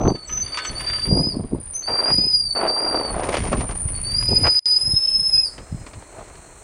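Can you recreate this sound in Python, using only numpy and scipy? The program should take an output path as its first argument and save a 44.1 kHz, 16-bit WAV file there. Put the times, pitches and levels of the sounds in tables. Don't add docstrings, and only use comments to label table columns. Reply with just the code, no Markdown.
import sys
import numpy as np
from scipy import signal
from scipy.fft import rfft, irfft
from scipy.io import wavfile
from scipy.ndimage import uniform_filter1d

SR = 44100
rng = np.random.default_rng(int(sys.argv[2]) if len(sys.argv) > 2 else 0)


def wav_record(signal):
    frames = np.transpose(np.atleast_2d(signal))
    bounded = np.clip(frames, -1, 1)
    quanta = np.round(bounded * 32767).astype(np.int16)
    wavfile.write(sys.argv[1], SR, quanta)


N = 292467
TIME = np.arange(N) / SR


# start [t/s], end [t/s], level under a light pad [level/dB],
# octave before its trim [level/dB]
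SQUEALS = [(0.03, 0.076, -53, -66), (0.083, 0.257, -36.5, -54.5), (0.424, 0.669, -32.5, -44.5),
           (0.68, 0.712, -28.5, -47), (0.751, 1.344, -30, -39.5), (1.835, 3.111, -27, -39),
           (3.943, 4.003, -35, -49), (4.045, 5.493, -27, -34.5)]
# time [t/s], pitch [f/Hz]
LONG_GLIDES = [
    [(0.755, 4560), (0.819, 4636), (0.943, 4720), (0.983, 4613), (1.089, 4777), (1.135, 4800), (1.29, 5040)],
    [(1.84, 4559), (1.89, 4714), (1.976, 4711), (2.266, 5022), (2.316, 4940), (2.42, 4786), (2.454, 4648),
     (2.54, 4543), (2.792, 4747), (2.892, 4732), (3.04, 4607)],
    [(4.04, 4507), (4.062, 4550), (4.14, 4717), (4.166, 4880), (4.298, 4970), (4.72, 4976), (4.802, 5045),
     (5.006, 5202), (5.254, 5192), (5.336, 5086), (5.43, 5150)],
]
# time [t/s], pitch [f/Hz]
BRIEF_GLIDES = [
    [(0.08, 4560), (0.104, 4627), (0.23, 4459)],
    [(0.42, 4623), (0.52, 4625), (0.63, 4475)],
    [(0.68, 4465), (0.71, 4590)],
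    [(3.94, 4480), (3.984, 4480), (3.99, 4580)],
]
# ratio to its pitch,
# sine amplitude relative to the squeal level [level/dB]
FAINT_LINES = [(1 / 2, -32.5), (3 / 5, -42.5), (5 / 7, -41.5), (3 / 2, -45), (3 / 10, -48.5),
               (5 / 12, -43.5), (2 / 3, -47)]
LIGHT_HZ, FULL_HZ = 4440, 4943
PRESSURE_DB, PRESSURE_CURVE = 9.5, 1.48
LET_GO_S = 0.065
FADE_S, FADE_DB = 0.12, 4
OCTAVE_TOP_HZ, OCTAVE_LOSS_DB_PER_HZ = 10290, 0.03
LINES_FROM_HZ, LINES_RISE_HZ = 4866, 130


def squeal(octave_db=-1, third_db=-27, throb_db=2.17, throb_rate=18, edge_s=0.02):
    points = np.vstack(LONG_GLIDES + BRIEF_GLIDES)
    pitch, = in_time(points[np.argsort(points[:, 0])])
    level, octave, grip = 0, 0, 0
    for start, end, db, overtone_db in SQUEALS:
        fade = np.clip(1 - (end - TIME) / FADE_S, 0, 1)
        on = held(start, end, edge_s) * from_db(-FADE_DB * fade)
        level = level + on * from_db(db)
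        octave = octave + on * from_db(overtone_db + octave_db)
        grip = grip + (on > 0) * np.clip((end - TIME) / LET_GO_S, 0, 1)
    pitch = LIGHT_HZ + (pitch - LIGHT_HZ) * np.minimum(grip, 1)

    pressure = np.clip((pitch - LIGHT_HZ) / (FULL_HZ - LIGHT_HZ), 0, 1)
    level = level * from_db(PRESSURE_DB * pressure ** PRESSURE_CURVE) * lumpy(throb_db, throb_rate)
    octave_loss_db = OCTAVE_LOSS_DB_PER_HZ * np.maximum(2 * pitch - OCTAVE_TOP_HZ, 0)
    octave = octave * from_db(-octave_loss_db) * lumpy(throb_db, throb_rate)

    phase = stick_slip(pitch, jitter=0.003 + 0.0025 * (1 - pressure), jitter_rate=50)
    tone = outdoors(phase, level, echo_db=-3.5, tail_db=-10.5, tail_s=0.3)
    tone = tone + outdoors(2 * phase, octave, echo_db=-11.5, tail_db=-4, tail_s=0.31)
    third = octave * from_db(third_db)
    tone = tone + outdoors(3 * phase, third, echo_db=-6.5, tail_db=-5.5, tail_s=0.2)

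    lines_level = level * np.clip((pitch - LINES_FROM_HZ) / LINES_RISE_HZ, 0, 1)
    for ratio, line_db in FAINT_LINES:
        wander = 3 * drift(3) + 0.7 * drift(44)
        flecks = lumpy(6, rate=4) * np.sin(ratio * phase + wander)
        tone = tone + lines_level * from_db(line_db) * flecks
    return tone


# start [t/s], end [t/s], first and last pitch [f/Hz],
# first and last level before gain_db [level/dB]
SQUEAKS = [(0.0, 0.1, 6065, 6140, -40, -35.5), (0.248, 0.272, 7800, 7760, -55, -35),
           (0.29, 0.435, 6040, 6144, -28.5, -26.5), (0.642, 0.657, 7800, 7700, -38, -35),
           (0.672, 0.705, 6110, 6090, -23, -45), (1.748, 1.83, 6130, 6260, -24.5, -33)]


def squeaks(gain_db=2.0, octave_db=-32, throb_db=2.5):
    pitch, level = slides(SQUEAKS, edge_s=0.033)
    level = level * from_db(gain_db) * lumpy(throb_db, rate=31)
    phase = stick_slip(pitch, jitter=0.005, jitter_rate=110)
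    tone = outdoors(phase, level, echo_db=-14.0, tail_db=-11.5, tail_s=0.34)
    return tone + level * from_db(octave_db) * np.sin(2 * phase)


# start [t/s], end [t/s], first and last pitch [f/Hz],
# first and last level before gain_db [level/dB]
WHISTLES = [(0.708, 0.85, 9580, 9620, -39, -52), (1.36, 1.58, 9210, 9350, -44.5, -50),
            (1.6, 1.77, 9220, 9360, -37, -32), (3.105, 3.15, 9300, 9200, -31.5, -29),
            (3.16, 3.735, 9190, 9187, -36.5, -31.5), (3.745, 4.06, 9250, 9400, -27.5, -29)]


def whistles(gain_db=-1.0, throb_db=0.5):
    pitch, level = slides(WHISTLES, edge_s=0.004)
    level = level * from_db(gain_db) * lumpy(throb_db, rate=14)
    phase = stick_slip(pitch, jitter=0.008, jitter_rate=110)
    return outdoors(phase, level, echo_db=-5.5, tail_db=-5.5, tail_s=0.12)


def stick_slip(pitch, jitter, jitter_rate):
    return 2 * np.pi * np.cumsum(pitch * (1 + jitter * drift(jitter_rate))) / SR


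def outdoors(phase, level, echo_db, tail_db, tail_s, count=6):
    tone = np.exp(1j * phase)
    heard = tone
    delays_s, swings_s = rng.uniform(0.003, 0.022, count), rng.uniform(-0.004, 0.004, count)
    for delay, swing in zip(delays_s, swings_s):
        path = delay + swing * np.sin(TIME + rng.uniform(0, 2 * np.pi))
        heard = heard + from_db(echo_db) * np.exp(1j * np.interp(TIME - path, TIME, phase))
    heard = heard / np.sqrt(uniform_filter1d(np.abs(heard) ** 2, int(0.06 * SR)) + 1e-6)
    scatter = rng.standard_normal(SR) * from_db(-60 * TIME[:SR] / tail_s)
    tail = signal.fftconvolve(level * tone.real, scatter / np.linalg.norm(scatter))[:N]
    return np.sqrt(2) * (level * heard.real + from_db(tail_db) * tail)


def far_echo(x, delay_s=0.37, spread_s=0.17, echo_db=-35):
    scatter = rng.standard_normal(SR) * np.exp(-np.abs(TIME[:SR] - delay_s) / spread_s)
    return from_db(echo_db) * signal.fftconvolve(x, scatter / np.linalg.norm(scatter))[:N]


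# start [t/s], length [t/s], low rumble [level/dB], crackle before hard_db [level/dB]
GUSTS = [(0.0, 0.11, -26, -15.5), (0.317, 0.14, -35.5, -44), (0.71, 0.016, -29, -40),
         (0.805, 0.027, -33, -45), (0.892, 0.22, -35, -48), (1.075, 0.04, -31, -24),
         (1.13, 0.069, -27, -16), (1.253, 0.2, -37, -27.5), (1.527, 0.046, -29.5, -25.5),
         (1.907, 0.025, -41, -38.5), (2.111, 0.14, -34.5, -30.5), (2.304, 0.17, -40.5, -55),
         (2.898, 0.34, -40.5, -56), (3.112, 0.24, -32.5, -39), (3.395, 0.26, -27, -27.5),
         (3.694, 0.64, -30, -47), (4.305, 0.027, -21, -22), (4.396, 0.072, -25, -29),
         (4.852, 0.091, -35.5, -43), (5.141, 0.082, -38.5, -52), (5.355, 0.03, -37, -53),
         (5.595, 0.019, -39, -40.5), (5.717, 0.1, -34.5, -58), (5.964, 0.023, -38.5, -46)]
# frequency [f/Hz], relative density [level/dB per Hz]
SOFT_WIND = [(12, -23), (20, 3.5), (65, 3.5), (128, -2), (304, -21.5), (455, -39.5), (500, -33),
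             (650, -57.5), (1100, -120)]
# frequency [f/Hz], relative density [level/dB per Hz]
HARD_WIND = [(12, -34.5), (20, -15), (143, 3), (356, -4), (648, -13.5), (795, -18), (852, -22),
             (912, -18.5), (1200, -29), (1560, -54.5), (2640, -120)]
BREEZE_DB = -47.5
GUST_ATTACK_S, GUST_RELEASE_S = 0.031, 0.022


def wind(hard_db=-1, gust_cut_hz=85):
    soft = swells([(s, length, db) for s, length, db, _ in GUSTS], GUST_ATTACK_S, GUST_RELEASE_S)
    hard = swells([(s, length, db) for s, length, _, db in GUSTS], GUST_ATTACK_S, GUST_RELEASE_S)
    soft = np.hypot(soft, from_db(BREEZE_DB) * lumpy(3.6, rate=6))
    rumble = noise(SOFT_WIND) * lumpy(2.3, rate=44)
    crackle = rms_one(butter(noise(HARD_WIND) * lumpy(5.5, rate=75), gust_cut_hz, "high"))
    return butter(soft * rumble + hard * from_db(hard_db) * crackle, 15, "high")


# start [t/s], peak before gain_db [level/dB], ring [f/Hz]
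THUMPS = [(1.109, -11, 172), (1.124, -3, 160), (1.368, -12.5, 263), (1.533, -8.5, 310), (2.185, -15.5, 197),
          (4.875, -22, 110), (4.935, -14, 104.3), (5.724, -16, 140), (5.745, -17.5, 135)]


def thumps(gain_db=-1, width_hz=100):
    out = np.zeros(N)
    for s, db, hz in THUMPS:
        kick = bursts([s], [0], decay_s=0.001)
        swing = butter(resonate(kick, hz, width_hz), 1.2 * hz, "low")
        out += from_db(db + gain_db) * swing / np.abs(swing).max()
    return out


# start [t/s], length [t/s], rub [level/dB], gritty rasp [level/dB]
SCUFFS = [(0.0, 0.1, -24, -55), (1.889, 0.15, -28.5, -37.5), (2.065, 0.043, -23.5, -30),
          (2.566, 0.11, -24, -34), (2.692, 0.59, -28, -41), (2.944, 0.031, -22.5, -40),
          (3.275, 0.081, -27.5, -52), (3.452, 0.024, -27.5, -47), (3.527, 0.026, -24.5, -39),
          (3.608, 0.04, -30, -51), (3.707, 0.016, -33, -58), (4.447, 0.03, -24, -28),
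          (6.147, 0.074, -39.5, -67)]
# time [t/s], level before roll_db [level/dB]
ROLL = [(0.15, -51), (0.75, -37), (1.25, -49), (1.5, -57.5), (2.0, -44), (2.4, -53), (3.1, -44),
        (3.8, -43.5), (5.1, -49), (6.1, -44.5), (6.63, -47.5)]
# frequency [f/Hz], relative density [level/dB per Hz]
SCUFF_COLOUR = [(88, -40), (150, -23.5), (236, -8.5), (312, -3.5), (416, -2.5), (649, 0), (866, -3.5),
                (1290, -10), (1500, -24), (1950, -48), (3300, -120)]
RASP_COLOUR = [(820, -13.5), (1400, 5.5), (1580, 2.5), (2190, -3), (2790, -7.5), (3530, -18.5), (4200, -21),
               (5460, -50.5), (9240, -120)]
ROLL_COLOUR = [(180, -22.5), (300, -4), (566, -6), (618, -3), (704, -6.5), (2400, -17), (3120, -33.5),
               (5280, -120)]
SPRAY_COLOUR = [(4000, -3), (8500, -5.5), (11000, -19.5), (15000, -29)]
SCUFF_ATTACK_S, SCUFF_RELEASE_S = 0.017, 0.012
SPRAY_AT_S, SPRAY_S, SPRAY_DB, SPRAY_RELEASE_S = 3.25, 0.12, -49, 0.33


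def ground(roll_db=-2, per_s=260, size_db=5.5):
    rub = swells([(s, length, db) for s, length, db, _ in SCUFFS], SCUFF_ATTACK_S, SCUFF_RELEASE_S)
    rasp = swells([(s, length, db) for s, length, _, db in SCUFFS], SCUFF_ATTACK_S, SCUFF_RELEASE_S)
    at = np.flatnonzero(rng.random(N) < per_s / SR)
    sizes_db = np.clip(rng.normal(0, size_db, len(at)), -12, 9)
    catches = rms_one(bursts(at / SR, sizes_db, decay_s=0.0019) + 0.8)
    friction = rub * noise(SCUFF_COLOUR) + rasp * noise(RASP_COLOUR)
    scuffing = butter(catches * friction, 4600, "low", order=3)
    spray = swells([(SPRAY_AT_S, SPRAY_S, SPRAY_DB)], SCUFF_ATTACK_S, SPRAY_RELEASE_S)
    gravel = spray * catches * noise(SPRAY_COLOUR)
    roll, = in_time(ROLL)
    rolling = from_db(roll + roll_db) * noise(ROLL_COLOUR) * lumpy(2, rate=59)
    return scuffing + gravel + rolling


# frequency [f/Hz], width [f/Hz], relative level [level/dB]
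FRAME = [(1010, 39, -5), (1265, 8.1, 9.5), (1520, 17, 1.5), (1723, 47, -1.5), (2220, 100, -3),
         (2863, 38, -2), (3040, 29, -4), (3335, 37, -5), (3555, 13, 3)]


def ring_frame(x):
    modes = enumerate(FRAME)
    return sum((-1) ** k * from_db(db) * resonate(x, hz, width) for k, (hz, width, db) in modes)


# time [t/s], level before shake_db [level/dB]
SHAKE = [(0.15, -64.5), (0.35, -45.5), (0.92, -39.5), (1.55, -62), (2.12, -42.5), (2.6, -72), (3.0, -51),
         (3.42, -33.5), (3.75, -52.5), (4.36, -41), (4.8, -53), (5.9, -66), (6.25, -51.5), (6.63, -67)]
# start [t/s], strength before knock_db [level/dB],
# low body relative to that strength, before body_db [level/dB]
KNOCKS = [(0.152, -37, -7), (0.2935, -31.5, -15), (0.544, -26.5, -13), (0.572, -16.5, -26),
          (0.587, -21.5, -28), (0.6486, -22.5, -31), (0.8055, -28.5, -20), (0.8764, -31, -22),
          (0.9334, -29.5, -30), (0.9852, -30, -3), (3.2339, -24.5, 7), (3.2882, -25, 12.5),
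          (3.327, -22.5, -13), (3.3403, -17.5, 7.5), (3.3686, -18, 8), (3.4351, -41, -10), (3.47, -30, -2),
          (3.5298, -24.5, 16), (3.6066, -25, 3), (3.691, -34, 15), (3.709, -29, -4), (3.7536, -36, 8),
          (3.8841, -34.5, -16), (4.466, -17.5, -21), (5.5806, -32, 6), (5.8643, -32, 4), (5.934, -33.5, 1),
          (6.022, -44, 13)]
# time [t/s], level [level/dB]
RINGING = [(0, 2), (1.1, -2), (1.4, -25), (6.63, -18.5)]
# frequency [f/Hz], relative density [level/dB per Hz]
GRIT = [(350, -37.5), (600, -5.5), (725, -16), (819, -29.5), (935, -1.5), (1540, -6), (2200, -1.5),
        (4040, -14), (4570, -8.5), (4830, -11.5), (8500, -23), (11000, -57.5), (18700, -120)]


def rattle(shake_db=-1, knock_db=-5, grit_db=-1, body_db=-7, decay_s=0.0096, per_s=110):
    shake, = in_time(SHAKE)
    ring_db, = in_time(RINGING)
    s, db, low_db = np.transpose(KNOCKS)
    small = np.flatnonzero(rng.random(N) < per_s / SR)
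    chatter = rms_one(bursts(small / SR, rng.normal(0, 4.4, len(small)), decay_s=0.0018) + 0.35)
    force = from_db(shake + shake_db) * chatter + bursts(s, db + knock_db, decay_s)
    white = rng.standard_normal(N)
    frame = from_db(ring_db) * ring_frame(force * white) / np.std(ring_frame(white))
    grit = from_db(grit_db) * force * noise(GRIT)
    body_force = bursts(s, db + low_db + body_db, decay_s=0.0083)
    body_band = [250, 1000]
    body = butter(body_force * white, body_band, "band") / np.std(butter(white, body_band, "band"))
    return butter(frame + grit + body, 12000, "low", order=6)


# time [t/s], level before insect_db [level/dB]
INSECTS = [(0.0, -65), (0.9, -58), (1.45, -70), (2.1, -61), (2.9, -63.5), (3.6, -58), (4.7, -54),
           (6.0, -51), (6.63, -51)]
# frequency [f/Hz], relative density [level/dB per Hz]
GRASS = [(3000, -17.5), (3800, -23.5), (4250, -4.5), (4700, -34), (5600, -15.5), (6450, -8.5),
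         (6750, -14.5), (7000, -4.5), (7250, -9), (8300, -3), (9050, -7), (9700, -18.5), (11500, -39),
         (14500, -27)]
# frequency [f/Hz], relative density [level/dB per Hz]
FAR = [(15, -23.5), (25, 0), (65, 2.5), (137, -11), (449, -16), (672, -16.5), (2210, -25.5), (3450, -33.5),
       (4000, -24.5), (5200, -52), (8800, -120)]


def meadow(insect_db=1, far_db=-51):
    level, = in_time(INSECTS)
    insects = from_db(level + insect_db) * noise(GRASS) * lumpy(0.96, rate=40)
    return insects + from_db(far_db) * noise(FAR)


def from_db(db):
    return 10 ** (np.asarray(db) / 20)


def rms_one(x):
    return x / np.sqrt(np.mean(x ** 2) + 1e-20)


def in_time(rows):
    s, *columns = np.transpose(rows)
    return [np.interp(TIME, s, c) for c in columns]


def butter(x, hz, kind, order=2):
    sections = signal.butter(order, np.clip(hz, 10, 0.45 * SR), kind, fs=SR, output="sos")
    return signal.sosfilt(sections, x + 1e-18)


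def resonate(x, hz, width):
    r = np.exp(-np.pi * width / SR)
    poles = [1, -2 * r * np.cos(2 * np.pi * hz / SR), r * r]
    return signal.lfilter(np.array([1, 0, -1]) * (1 - r * r) / 2, poles, x + 1e-18)


def drift(rate):
    r = np.exp(-80 * np.pi * rate / SR)
    white = rng.standard_normal(N // 40 + 2002)
    slow = signal.lfilter([1], [1, -2 * r, r * r], white)[2000:]
    return np.interp(np.arange(N) / 40, np.arange(len(slow)), rms_one(slow))


def lumpy(depth_db, rate):
    return rms_one(from_db(depth_db * np.clip(drift(rate), -2, 2)))


def noise(spectrum):
    hz, db = np.transpose(spectrum)
    octave = np.log2(np.maximum(np.arange(N // 2 + 1) * SR / N, 1))
    known = np.log2(hz)
    outside = np.abs(octave - np.clip(octave, known[0], known[-1]))
    gain = from_db(np.interp(octave, known, db) - 20 * outside)
    return rms_one(irfft(rfft(rng.standard_normal(N)) * gain, N))


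def bursts(times, levels_db, decay_s):
    kicks = np.zeros(N)
    at = np.round(np.asarray(times) * SR).astype(int)
    kicks[np.clip(at, 0, N - 1)] = from_db(levels_db)
    return signal.lfilter([1], [1, -np.exp(-1 / (decay_s * SR))], kicks + 1e-18)


def held(start, end, edge_s):
    return np.clip(np.minimum(TIME - start, end - TIME) / edge_s + 0.5, 0, 1)


def slides(notes, edge_s):
    pitch, level = np.full(N, float(notes[0][2])), 0
    for start, end, first_hz, last_hz, first_db, last_db in notes:
        along = np.clip((TIME - start) / (end - start), 0, 1)
        pitch = np.where(TIME > start - edge_s / 2, first_hz + (last_hz - first_hz) * along, pitch)
        level = level + held(start, end, edge_s) * from_db(first_db + (last_db - first_db) * along)
    return pitch, level


def swells(rows, attack_s, release_s):
    power = 0
    for start, length, db in rows:
        rise = np.clip((TIME - start) / attack_s + 1, 0, 1)
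        fall = np.exp(-np.clip((TIME - start - length) / release_s, 0, 20))
        power = power + (from_db(db) * rise * fall) ** 2
    return np.sqrt(power)


def scene():
    brakes = squeal() + squeaks() + whistles()
    echo = far_echo(butter(brakes, 4500, "low", order=4))
    return (brakes + echo + wind() + thumps() + ground() + rattle() + meadow())[None]


DROPOUT_START_S, DROPOUT_END_S = 4.593, 4.657
CUTOFF_HZ = 15900


def record(dry, dropout_db=-29):
    dropped = (TIME > DROPOUT_START_S) & (TIME < DROPOUT_END_S)
    gain = uniform_filter1d(np.where(dropped, from_db(dropout_db), 1), size=6)
    low_pass = signal.ellip(10, 0.1, 90, CUTOFF_HZ, fs=SR, output="sos")
    return signal.sosfilt(low_pass, dry * gain)


dry = scene()
out = record(dry)
wav_record(out)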